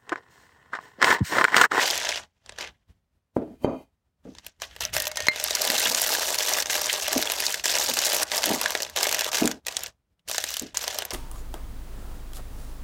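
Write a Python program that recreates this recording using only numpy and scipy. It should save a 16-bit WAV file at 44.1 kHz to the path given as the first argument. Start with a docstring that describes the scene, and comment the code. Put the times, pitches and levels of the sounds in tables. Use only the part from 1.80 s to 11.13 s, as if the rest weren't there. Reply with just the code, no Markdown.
"""A small kitchen: a thin plastic piping bag is handled, dropped tip first into a tall mug, folded over its rim.
Film: impulsive creases and noise, coloured by the film's spectrum, brief pitched pockets and the mug's air.
Mug: damped swings for knocks, noise-driven modes of table and wall for rocking and sliding; arms thud softly.
Metal tip: decaying sine modes, struck once with two weak bounces; one faint tick is resonant noise.
The room adds a diffuse tail and low rumble; a noise gate in the recorder turns quiet passages down."""
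import sys
import numpy as np
from scipy import signal
from scipy.fft import rfft, irfft
from scipy.io import wavfile
from scipy.ndimage import uniform_filter1d

SR = 44100
rng = np.random.default_rng(int(sys.argv[2]) if len(sys.argv) > 2 else 0)


def log_audio(samples):
    """Write samples as a 16-bit WAV file to the path given in sys.argv[1]."""
    # one column per channel
    frames = np.atleast_2d(samples).T
    # limit to full scale, then quantise
    limited = np.clip(frames, -1, 1)
    pcm = np.round(limited * 32767).astype(np.int16)
    wavfile.write(sys.argv[1], SR, pcm)


N = 411453  # samples


def gain_of(db):
    """Logarithmic level: decibels become an amplitude ratio."""
    return 10 ** (np.asarray(db) / 20)


def evened(x):
    """Power normalisation: scales to an rms of 1."""
    return x / np.sqrt(np.mean(x ** 2) + 1e-20)


def read(points, hz):
    """Spectral interpolation: straight lines over log frequency."""
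    point_hz, value = np.transpose(points)
    return np.interp(np.log(hz + 1), np.log(point_hz + 1), value)


def follow(tables, column):
    """Control curves: joins a column of several tables, with -90 outside their time spans."""
    t = np.arange(N) / SR
    out = np.full(N, -90.)
    for rows in map(np.array, tables):
        inside = (t >= rows[0, 0]) & (t <= rows[-1, 0])
        out[inside] = np.interp(t[inside], rows[:, 0], rows[:, column])
    return out


def causal(gain, size=4096):
    """Minimum phase: the Hilbert transform of the log gain gives the phase; taps have energy 1."""
    both_sides = np.r_[gain, gain[-2:0:-1]]
    log_gain = np.log(np.maximum(both_sides, 1e-5))
    phase = -signal.hilbert(log_gain).imag
    taps = np.fft.ifft(np.exp(log_gain + 1j * phase)).real[:size // 2]
    return taps / np.linalg.norm(taps)


def resonate(x, hz, width_hz):
    """Damped resonance: one complex pole, with a gain near 1 at its centre."""
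    radius = np.exp(-np.pi * width_hz / SR)
    pole = radius * np.exp(2j * np.pi * hz / SR)
    return 2 * signal.lfilter([1 - radius], [1, -pole], x).real


def body(x, modes):
    """Modal superposition: resonances add with alternating sign."""
    out = np.zeros(len(x))
    for k, (hz, width_hz, db) in enumerate(modes):
        out += (-1) ** k * gain_of(db) * resonate(x, hz, width_hz)
    return out


def burst(train, rise_ms, fall_ms):
    """Two-pole relaxation: each impulse swells quickly and falls exponentially."""
    for ms in (rise_ms, fall_ms):
        train = signal.lfilter([1], [1, -np.exp(-1000 / (ms * SR))], train)
    return train / (rise_ms * SR / 1000)


def swell(peak_s, db, rise_s, hold_s, fall_db_per_s):
    """Exponential envelope: climbs 30 dB in rise_s up to peak_s, holds for hold_s, then falls steadily."""
    late_s = np.arange(N) / SR - peak_s
    climb_db = late_s * 30 / rise_s
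    fall_db = np.minimum(0, (hold_s - late_s) * fall_db_per_s)
    return gain_of(db + np.minimum(climb_db, fall_db))


# effort of the hands on the film, one curve per movement: time_s, level_db
HAND_EFFORT = [
    [(0.0, -26.5), (0.2, -33), (0.374, -39), (0.484, -73.5), (0.775, -64)],
    [(0.777, -53.5), (0.815, -41), (0.89, -58), (0.91, -72.5), (1.2, -85.5)],
    [(2.44, -73.5), (2.684, -56), (2.78, -73)],
    [(2.79, -82), (2.818, -36.5), (2.886, -61), (3.0, -61)],
    [(3.004, -35), (3.048, -43), (3.12, -67), (3.134, -34.5), (3.2, -39), (3.34, -56.5), (3.4, -41),
     (3.5, -50)],
    [(3.51, -46.5), (3.62, -34.5), (3.95, -28.5), (4.5, -27.5), (4.57, -33), (4.62, -29.5), (4.83, -30),
     (4.84, -51)],
    [(4.841, -49), (4.89, -36.5), (4.91, -28.5), (5.2, -33), (5.65, -31), (5.73, -35.5), (5.81, -40.5),
     (5.835, -57)],
    [(5.84, -27.5), (6.014, -26.5), (6.1, -30.5), (6.12, -33.5), (6.2, -29.5), (6.3, -25.5), (6.434, -29),
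     (6.45, -82)],
    [(6.451, -53), (6.542, -28.5), (6.732, -32), (6.98, -39.5), (7.149, -55)],
    [(7.15, -52), (7.164, -30), (7.49, -35.5), (7.51, -55), (7.53, -31.5), (7.63, -32), (7.71, -44.5),
     (7.82, -78.5)],
    [(7.86, -45), (8.07, -44.5), (8.2, -103)],
    [(8.44, -91), (8.472, -66.5), (8.48, -43), (8.5, -37.5), (8.752, -37.5), (8.932, -62.5)],
    [(8.946, -40), (9.092, -37.5), (9.2, -41.5), (9.305, -60), (9.309, -40), (9.33, -44)],
]


def hand_effort():
    """Driving force: the level of the hands' work over time, in dB."""
    return follow(HAND_EFFORT, 1)


# colour of the film as the bag changes shape:
# time_s, boom_db (trapped air), low_rustle_db, brightness_db
BAG_SHAPE = [(0, -5, 0.5, -9.5), (.7, -1, 2, -18), (.85, 2.5, 5.5, -9.5), (2.6, -14.5, -4, -9.5),
             (3.1, -6, 3.5, 4), (3.6, -9, -2, -8), (4.3, -5, -4.5, -4), (4.57, -6.5, -4, -4.5),
             (5.2, -4, -2.5, -5.5), (6.0, -8, -4.5, -6), (6.7, -4, -4, -5.5), (7.4, -2.5, 0, -6),
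             (8.0, -5, -2.5, -3.5), (8.7, -14, -3.5, -4), (9.33, 0.5, 3, -4)]
FIRM_DB = -28  # below this effort the film sounds deeper and duller
DEEPER, DULLER = 0.092, 0.32  # dB per dB of missing effort
WANDER_DB, WANDER_S = 2.5, 0.03  # rms drift of the colour as folds open and close, averaging time


def film_colour(level_db):
    """Force-dependent radiation: boom, low rustle, middle and brightness in dB; gentler is deeper, duller."""
    soft_db = np.clip(FIRM_DB - level_db, 0, 35)
    noise = rng.standard_normal((3, N))
    drift = WANDER_DB * evened(uniform_filter1d(noise, round(WANDER_S * SR), axis=1))
    boom, low, bright = (follow([BAG_SHAPE], k + 1) + drift[k] for k in range(3))
    return boom + DEEPER * soft_db, low + DEEPER * soft_db, 0 * soft_db, bright - DULLER * soft_db


def pockets(x, count=14, hold_ms=6., sharpness=5.9):
    """Switched resonance: every few ms a randomly picked taut pocket answers with its own brief pitch."""
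    step = round(hold_ms * SR / 1000)
    pick = np.repeat(rng.integers(0, count, N // step + 1), step)[:N]
    out = np.zeros(N)
    for k, hz in enumerate(np.geomspace(600, 9000, count)):
        out += np.sqrt(sharpness / 2) * resonate(x * (pick == k), hz, hz / sharpness)
    return out


# air column of the mug: pitch_hz, width_hz, level_db
MUG_AIR = [(611.8, 22, 3.5), (1850, 17, 6), (2178, 18, 0.5), (3210, 140, -1), (4000, 330, -22),
           (6270, 96, -1)]
# how much of the air column is heard: time_s, level_db
MUG_OPENING = [(2.95, -14), (3.15, -1), (3.4, 10.5), (3.6, 1), (3.9, -6), (9.33, -14)]


def mug_air(x):
    """Air-column resonance: the mug's air answers the film while the mug is open."""
    return body(x * gain_of(follow([MUG_OPENING], 1)), MUG_AIR)


# spectrum of the film before its parts are reweighted: frequency_hz, level_db (per Hz)
FILM_SPECTRUM = [(88, -40), (150, -13), (175, -21), (235, -11), (275, -10), (431, 1), (702, 3),
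                 (1240, -1.5), (1660, -2), (2310, -7.5), (2980, -2.5), (6140, 2), (9630, -7.5),
                 (14000, -6.5), (16000, -14.5)]
# borders between boom, low rustle, middle and bright part: frequency_hz
PART_EDGES_HZ = 1476, 3476, 9120


def film(boom, low, mid, bright):
    """Source-filter principle: four drives excite their parts of the film's spectrum, then pockets and mug."""
    hz = np.fft.rfftfreq(4096, 1 / SR)
    below = [1 / (1 + (hz / edge) ** 8) for edge in PART_EDGES_HZ]
    shares = below[0], below[1] - below[0], below[2] - below[1], 1 - below[2]
    colour = gain_of(read(FILM_SPECTRUM, hz))
    sound = np.zeros(N)
    for drive, share in zip((boom, low, mid, bright), shares):
        sound += signal.oaconvolve(drive, causal(colour * share))[:N]
    sound = 0.47 * sound + 0.43 * pockets(sound)
    return sound + mug_air(sound)


def crackle(per_s=700, spread_db=0.5, colour_db=3.0, fall_ms=0.74, rustle=0.37, gentle_db=-51.0):
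    """Shot noise: many small creases of unequal size and colour over a soft continuous rustle."""
    happens = rng.random(N) < per_s / SR
    size = happens * gain_of(spread_db * np.minimum(rng.exponential(1, N), 2.3))
    noise = rng.standard_normal(N)
    level_db = hand_effort()
    firm = 1 / (1 + gain_of(gentle_db - level_db))  # gentle handling only swishes
    drives = []
    for extra_db in film_colour(level_db):
        tinted = size * gain_of(colour_db * rng.standard_normal(N))
        creases = evened(burst(tinted, 0.42, fall_ms) * noise)
        mixture = firm * creases + (1 - firm + rustle) * noise
        drives.append(gain_of(level_db + extra_db) * mixture)
    return film(*drives)


# low room noise, relative spectrum: frequency_hz, level_db (per Hz)
RUMBLE_SPECTRUM = [(12, -49), (20, -29), (32, -19), (45, -11.5), (65, -9), (134, -23), (182, -21.5),
                   (319, -32), (678, -35), (2390, -44), (16000, -55.5)]


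def rumble(level_db=-57.5):
    """Stationary filtered noise: the room's low background at a given rms level."""
    hz = np.fft.rfftfreq(N, 1 / SR)
    spectrum = rfft(rng.standard_normal(N)) * gain_of(read(RUMBLE_SPECTRUM, hz))
    return gain_of(level_db) * evened(irfft(spectrum, N))


# reverberation of the kitchen: frequency_hz, t60_s
KITCHEN_DECAY = [(200, 0.15), (800, 0.27), (3000, 0.058), (12000, 0.04)]


def kitchen(x, level_db=-16):
    """Diffuse reverberation: sparse echoes of random sign, each frequency dying at its own speed."""
    taps = np.zeros(SR // 2)
    at = np.arange(120, len(taps) - 20, 20)
    taps[at + rng.integers(0, 20, len(at))] = rng.choice([-1., 1.], len(at))
    hz, t, bands = signal.stft(taps, SR, nperseg=256)
    decay = gain_of(-60 * t / read(KITCHEN_DECAY, hz)[:, None])
    tail = signal.istft(bands * decay, SR, nperseg=256)[1]
    return gain_of(level_db) * signal.oaconvolve(x, tail / np.linalg.norm(tail))[:N]


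SMALL_PER_S, SMALL_DB, SMALL_SPREAD_DB = 70, 9.5, 1.5  # rate, level above the effort, spread
SMALL_COLOUR_DB, SMALL_DEPTH_DB, SMALL_BRIGHT_DB = 7., -6, 0.5  # rms tint, depth and brightness offsets


def small_snaps():
    """Random point process: lesser creases at random moments, as strong as the hands work."""
    draw = rng.random((round(SMALL_PER_S * N / SR), 4))
    at = (draw[:, 0] * N).astype(int)
    level_db = hand_effort()
    _, low_db, _, bright_db = film_colour(level_db)
    tint_db = SMALL_COLOUR_DB * np.sqrt(12) * (draw[:, 2:] - .5)
    db = level_db[at] + SMALL_DB - SMALL_SPREAD_DB * np.log(1 - .9 * draw[:, 1])
    depth_db = low_db[at] + SMALL_DEPTH_DB + tint_db[:, 0]
    brightness_db = bright_db[at] + SMALL_BRIGHT_DB + tint_db[:, 1]
    return np.c_[at / SR, db, depth_db, brightness_db]


# the loudest creases that snap, levels of their drives:
# start_s, level_db, depth_db and brightness_db (both relative to the level)
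LOUD_SNAPS = [(0.0618, -18, -0.5, -4), (0.155, -10.5, -3, -8.5), (0.177, -7, -13.5, -9),
              (0.1989, -15, -24, -11.5), (0.29, -6, -5, -23), (0.3176, -17, 2, -26),
              (0.3406, -28, -2.5, -22.5), (0.374, -25, 9, -14), (0.661, -31.5, 0, -29),
              (0.693, -24.5, 1, -31), (0.7218, -32.5, 2, -27), (0.7607, -42, 4, -19),
              (0.7852, -21.5, 6, -11), (0.8085, -25, 10, -13), (0.8744, -35.5, -9, -16),
              (2.55, -32, -2, -25), (2.584, -25.5, -4.5, -27), (2.646, -37, 0, -9), (2.665, -26, 1, 6.5),
              (2.8, -38.5, 0, -14), (2.819, -15, -1.5, -6), (2.911, -43, 8, -13), (2.963, -27, 4.5, -5),
              (3.0067, -10, -6, -10), (3.0179, -13.5, -12, -8.5), (3.037, -18, -5, -9),
              (3.051, -13, -2, -10), (3.1376, -14, -10, -9), (3.1494, -21, -9, -7), (3.1656, -11, 5.5, -1),
              (3.2008, -14.5, -5, 5.5), (3.2214, -14, -15.5, 3.5), (3.241, -22, -6, -7),
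              (3.2538, -14, -6.5, -2), (3.269, -9.5, 0, -5), (3.2772, -15.5, -8, 5),
              (3.315, -14.5, -4, -11.5), (3.3573, -16.5, -2, -10), (3.371, -8, -9.5, -7.5),
              (3.4033, -14, -2.5, -10), (3.4222, -19, -11, -10), (3.456, -23, -9, -8),
              (3.468, -7.5, -3.5, -16), (3.5593, -19, 3, -5), (3.5984, -10, -6, -7),
              (3.6399, -10.5, -12, 5), (3.6647, -19, -3, -10), (3.707, -8.5, -2.5, -6),
              (3.7511, -8, -16, -5), (3.818, -5.5, -15, -4.5), (3.8497, -10.5, -8, -3),
              (3.8745, -8.5, -4.5, -5), (3.901, -5.5, -1, -3), (3.929, -13, -2, -11),
              (3.9514, -13, -4, -13), (3.9799, -4.5, -10, -12), (4.0257, -9, -5, -9), (4.058, -16, 4, -9),
              (4.0721, -11, -6, -7), (4.0975, -10, -15, -4), (4.116, -11, -13, -7), (4.147, -4.5, -8, -17),
              (4.2382, -10, -3, -3), (4.2633, -8, -6, -7), (4.2906, -13.5, 1, -11), (4.329, -18, 5, -12),
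              (4.35, -13.5, 2, -6.5), (4.395, -13, -8, -9), (4.5433, -9.5, -9.5, -3), (4.586, -7.5, -6, -7),
              (4.6055, -11.5, 2.5, -7), (4.627, -12, -18, -7.5), (4.6435, -18, -6, -12),
              (4.6917, -10, -8, 0), (4.735, -5, -16, -9), (4.8023, -10, -15, -17), (4.8237, -11, -6, -37.5),
              (4.858, -16, 3, -7), (4.8683, -24, -1, -10), (4.8978, -8.5, 1, -9.5), (4.9538, -10, 1, 0),
              (4.9731, -14, -6, -9), (5.0162, -3.5, -12, -5.5), (5.058, -11, -11, -7), (5.129, -8, -7, -2),
              (5.226, -12, -13, -12), (5.2802, -8, 1.5, -0.5), (5.3297, -5.5, -7, -4.5),
              (5.3785, -10, -6, 1), (5.4249, -9, -0.5, -3), (5.499, -10.5, 1, -10), (5.5191, -8, -3, 1.5),
              (5.6025, -8.5, -3, 0.5), (5.6654, -4.5, -22, -13), (5.7044, -22, -3, -7),
              (5.7233, -9, -17, -6), (5.7424, -8.5, -3, -4.5), (5.7794, -29, -1, -12),
              (5.796, -20.5, 1, -19), (5.8385, -18, 0, -7), (5.8564, -7.5, -2, -7), (5.8775, -18, -5, -7.5),
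              (5.9244, -12, -5, -8), (5.9449, -23, -16, -10), (6.0452, -19, -6, -8), (6.0866, -13, -14, -7),
              (6.098, -8.5, -25, -1), (6.1374, -10, -14.5, 1), (6.1694, -7, 1, -5), (6.1888, -12, -9, -13),
              (6.2214, -12, -1, -19.5), (6.2387, -16, 0, -7), (6.2712, -14, -12, -10),
              (6.3384, -13, -8, -17), (6.4301, -8, -10, -2), (6.4981, -31, -8, -7), (6.5164, -8, -1, -15),
              (6.547, -13, -15.5, -14), (6.5787, -7, -13.5, -8), (6.6395, -5.5, -4, -14),
              (6.6575, -11, 1, 6), (6.6927, -11.5, -7, -7), (6.7131, -25, -23, -4), (6.7486, -15, -9, 2),
              (6.8132, -7.5, -5, 0), (6.832, -16.5, -5, -3), (6.8587, -9.5, 5, -10),
              (6.9057, -10, -2.5, -4), (6.9202, -14, -2, -12), (6.9509, -14, 12, -6), (6.974, -17, -5, -9),
              (7.003, -13, -1, -10), (7.0214, -12.5, -4.5, -2), (7.0308, -14, -5, -4.5),
              (7.0488, -18, -1, -16), (7.0646, -24.5, 1, -13), (7.0977, -22.5, -6.5, -4),
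              (7.1608, -14.5, -2, -9), (7.193, -19, -6, -11), (7.2088, -14, -11, -8.5), (7.23, -4, -5, -5),
              (7.2413, -7.5, -5, -3.5), (7.2681, -8.5, -1.5, -4), (7.2912, -8.5, -4.5, -2.5),
              (7.313, -9, -5.5, -2), (7.3255, -8.5, -0.5, -3.5), (7.3456, -7.5, -1, 0.5),
              (7.3916, -9.5, -1.5, -2.5), (7.4086, -10, -7, -4), (7.444, -12.5, -1, -2.5),
              (7.5168, -9, -9, -13.5), (7.5449, -9, -2, -8), (7.5832, -8, -6, -8), (7.6094, -15, -13, -5),
              (7.656, -10, -8, -7), (7.6752, -9.5, -0.5, -3), (7.7134, -13.5, -1, -6),
              (7.85, -39.5, 0.5, -17), (7.8666, -10, -3, -4), (7.883, -11, -1, -13), (7.9237, -21, -5, -7),
              (7.9674, -5.5, -9, -16), (8.0065, -22, 0, -12), (8.0346, -18, -8.5, 4),
              (8.0615, -19.5, -1.5, -20), (8.1012, -45, -6, -6.5), (8.477, -29, -4, -8),
              (8.4855, -19.5, -2, -4), (8.4965, -14, -2, -2), (8.5133, -14, -0.5, -1),
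              (8.5457, -13, -2, -7), (8.581, -3.5, -6.5, -10), (8.6397, -10, -3, -5),
              (8.7046, -14.5, -10, -1), (8.74, -11.5, -10, -2), (8.768, -12.5, -6, 0),
              (8.7956, -12.5, -18, -7), (8.8218, -26, -7, 5), (8.8665, -28, -10, -15),
              (8.9444, -22.5, 0.5, -5), (8.971, -7, -9.5, -5), (9.018, -17, -11, -9),
              (9.0399, -16, 1.5, -3), (9.0785, -9, -5, -4), (9.1448, -24, -17, 3), (9.1863, -7.5, -5.5, -2),
              (9.2213, -25, 9.5, 2), (9.251, -16.5, -4.5, 5), (9.3062, -15, -6, -7)]
SNAP_BOOM_DB = -5  # boom relative to the low rustle


def snaps(rise_ms=.6, fall_ms=0.29, tail_ms=2.5, tail_db=-9.):
    """Snap-through buckling: each crease flips with a click in a short burst, then the film shivers."""
    start_s, db, depth_db, bright_db = np.r_[LOUD_SNAPS, small_snaps()].T
    at = np.clip((start_s * SR).astype(int), 0, N - 1)
    noise = rng.standard_normal(N)
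    drives = []
    for extra_db in (depth_db + SNAP_BOOM_DB, depth_db, 0, bright_db):
        train = np.zeros(N)
        np.add.at(train, at, gain_of(db + extra_db))
        flip = burst(train, rise_ms, fall_ms)
        shiver = gain_of(tail_db) * burst(train, rise_ms, tail_ms)
        click = 0.5 * np.roll(train, round(rise_ms * SR / 1000))
        drives.append((flip + shiver) * noise + click)
    return film(*drives)


# arms and hands thud faintly on the table: peak_s, level_db
ARM_THUDS = [(.91, -50), (1.1, -53), (1.2, -63), (1.35, -59.5), (3.038, -43), (3.16, -40.5), (3.436, -45.5)]


def thuds(rise_s=0.096, fall_db_per_s=180):
    """Low-mode excitation: soft contacts shape noise in a twice-applied 62 Hz resonance."""
    low = resonate(resonate(rng.standard_normal(N), 62, 70), 62, 70)
    envelope = sum(swell(peak_s, db, rise_s, 0, fall_db_per_s) for peak_s, db in ARM_THUDS)
    return envelope * evened(low)


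# the base slides and its wall sings: time_s, level_db, singing_share (0-1)
MUG_SLIDING = [(1.54, -84, .2), (1.567, -56.5, .05), (1.594, -71.5, 0.5), (1.74, -74, 0.5),
               (1.814, -61.5, 0.5), (1.828, -56, 0.2), (1.85, -41.5, 1), (1.866, -56.5, 1),
               (2.032, -61.5, 0.55), (2.15, -87, .7)]
# modes of the mug wall: pitch_hz, width_hz, level_db
MUG_WALL = [(2070, 21, 7), (2450, 66, 7.5), (3120, 34, 6), (3830, 22, -2.5), (4600, 50, 0.5),
            (6360, 57, -2), (6940, 26, -12.5), (7600, 35, -9), (11300, 35, -8.5)]


def sliding():
    """Friction excitation: gritty noise drives singing wall modes or a broad scrape, in changing shares."""
    grit = rng.standard_normal(N)
    sings = np.clip(follow([MUG_SLIDING], 2), 0, 1)
    song = evened(body(grit, MUG_WALL))
    scrape = evened(np.diff(resonate(grit, 2300, 4900), prepend=0))
    return gain_of(follow([MUG_SLIDING], 1)) * (sings * song + (1 - sings) * scrape)


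# the mug rocks and drags on the wood: peak_s (moment when the climb is complete),
# level_db, rise_s, hold_s, fall_db_per_s, upper_modes_db (relative to the level)
MUG_ROCKING = [(1.564, -29.5, 0.0019, 0.059, 200.5, -15.5), (1.846, -32, .04, 0.023, 200, -5),
               (1.879, -34.5, .004, 0.047, 214, -5.5), (2.453, -42, 0.0034, 0.025, 250, -19),
               (3.884, -44, 0.046, .02, 200, -4), (4.058, -39, .05, 0.018, 198.5, -6.5),
               (5.359, -28, .004, 0.011, 399, -10), (6.092, -39.5, 0.014, 0.0075, 300, 2),
               (6.701, -28.5, 0.074, 0.018, 218.5, -4), (7.618, -24.5, 0.021, 0.028, 249, -11.5),
               (8.818, -38, 0.0097, 0.013, 348, -16)]
# modes of the table, the first five low, the rest upper: pitch_hz, width_hz, level_db
TABLE_MODES = [(62.2, 52, -14), (118, 8, -11), (225, 90, 1), (310, 60, 2), (440, 45, -0.5), (520, 67, -1),
               (784, 320, -8), (1100, 300, -12.5)]
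CONTACT_DB, CONTACT_S = 8.5, 0.02  # hard first contact: above the upper modes, time to fall 30 dB


def rocking():
    """Rough-contact excitation: bumpy noise drives the table; a brief hard contact reaches the upper modes."""
    unevenness = evened(burst(rng.random(N) < 150 / SR, 0.82, 4.7))
    bumps = (1.08 + unevenness) * rng.standard_normal(N)
    low = evened(resonate(body(bumps, TABLE_MODES[:5]), 280, 560))
    upper = evened(resonate(body(bumps, TABLE_MODES[5:]), 750, 1500))
    out = np.zeros(N)
    for peak_s, db, rise_s, hold_s, fall, upper_db in MUG_ROCKING:
        drag = swell(peak_s, db + upper_db, rise_s, hold_s, fall)
        contact = swell(peak_s, db + upper_db + CONTACT_DB, 0.0021, 0, 30 / CONTACT_S)
        out += swell(peak_s, db, rise_s, hold_s, fall) * low + (drag + contact) * upper
    return out


# the mug base strikes the table: start_s, level_db, push_ms (first half swing)
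MUG_KNOCKS = [(1.5668, -3.5, 1.17), (1.8461, -2.5, 1.2), (1.8775, -15, 1.4), (2.453, -31.5, 1.6),
              (5.362, -22, 1.56), (8.822, -28, 1.74)]


def knocks():
    """Impact pulse: each blow is one soft-edged, heavily damped swing."""
    out = np.zeros(N)
    for start_s, db, push_ms in MUG_KNOCKS:
        u = np.arange(1000) / SR / (push_ms / 1000)  # time in push lengths
        swing = np.sin(np.pi * u) * u * np.exp(-u / 0.52) * 4.0
        out[round(start_s * SR):][:len(u)] += gain_of(db) * swing
    return out


# modes of the metal tip: pitch_hz, level_db, t60_s (of the lingering part)
TIP_MODES = [(603, -26, .2), (2105, 0, .16), (4151, -6, .09), (6492, -22, .05), (9733, -34, .04)]
TIP_S = 3.4847  # the tip hits the bottom


def tip():
    """Two-stage modal decay: the metal tip rings, dying fast, then lingering, and bounces twice."""
    t = np.arange(SR // 4) / SR
    ring = np.zeros(len(t))
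    for hz, db, t60_s in TIP_MODES:
        decay = .95 * gain_of(-60 * t / .012) + .16 * gain_of(-60 * t / t60_s)
        ring += gain_of(db) * np.sin(2 * np.pi * hz * t) * decay
    out = np.zeros(N)
    for late_s, db in ((0, -3), (.0115, -24), (.031, -26.5)):
        out[round((TIP_S + late_s) * SR):][:len(t)] += gain_of(db) * ring
    crack = gain_of(-22.0 - 60 * t / 0.015) * rng.standard_normal(len(t))  # of the first contact
    out[round(TIP_S * SR):][:len(t)] += crack
    return out


def tick(peak_s=8.394, level_db=-48.5, pitch_hz=2900, t60_s=0.028):
    """Resonant noise burst: one faint tick in the pause is a short puff in one resonance."""
    puff = evened(resonate(rng.standard_normal(N), pitch_hz, 600))
    return swell(peak_s, level_db, .002, 0, 60 / t60_s) * puff


def scene():
    """Direct and diffuse sound: bag, mug and tip in the kitchen; the tip is screened by the mug."""
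    bag = crackle() + snaps()
    mug_on_table = thuds() + sliding() + rocking() + knocks()
    near = bag + mug_on_table + tick()
    ring = tip()
    room = kitchen(near + gain_of(-13.5) * ring)
    return (near + ring + room + rumble())[None]


def record(dry):
    """Downward expansion: bass roll-off, a gate lowering quiet passages, clipping, then the band limit."""
    dry = signal.lfilter(*signal.butter(2, 48., "high", fs=SR), dry)
    power = abs(uniform_filter1d(dry[0] ** 2, size=1800))
    power_db = 10 * np.log10(power + 1e-12)
    shut_db = np.clip(2.07 * (power_db + 51), -18, 0)  # starts to close below -51 dB
    gated = np.clip(dry * gain_of(uniform_filter1d(shut_db, size=900)), -1, 1)
    band_limit = signal.firwin(511, 16000, window=("kaiser", 9), fs=SR)
    return signal.oaconvolve(gated, band_limit[None], "same")


dry = scene()
out = record(dry)
log_audio(out)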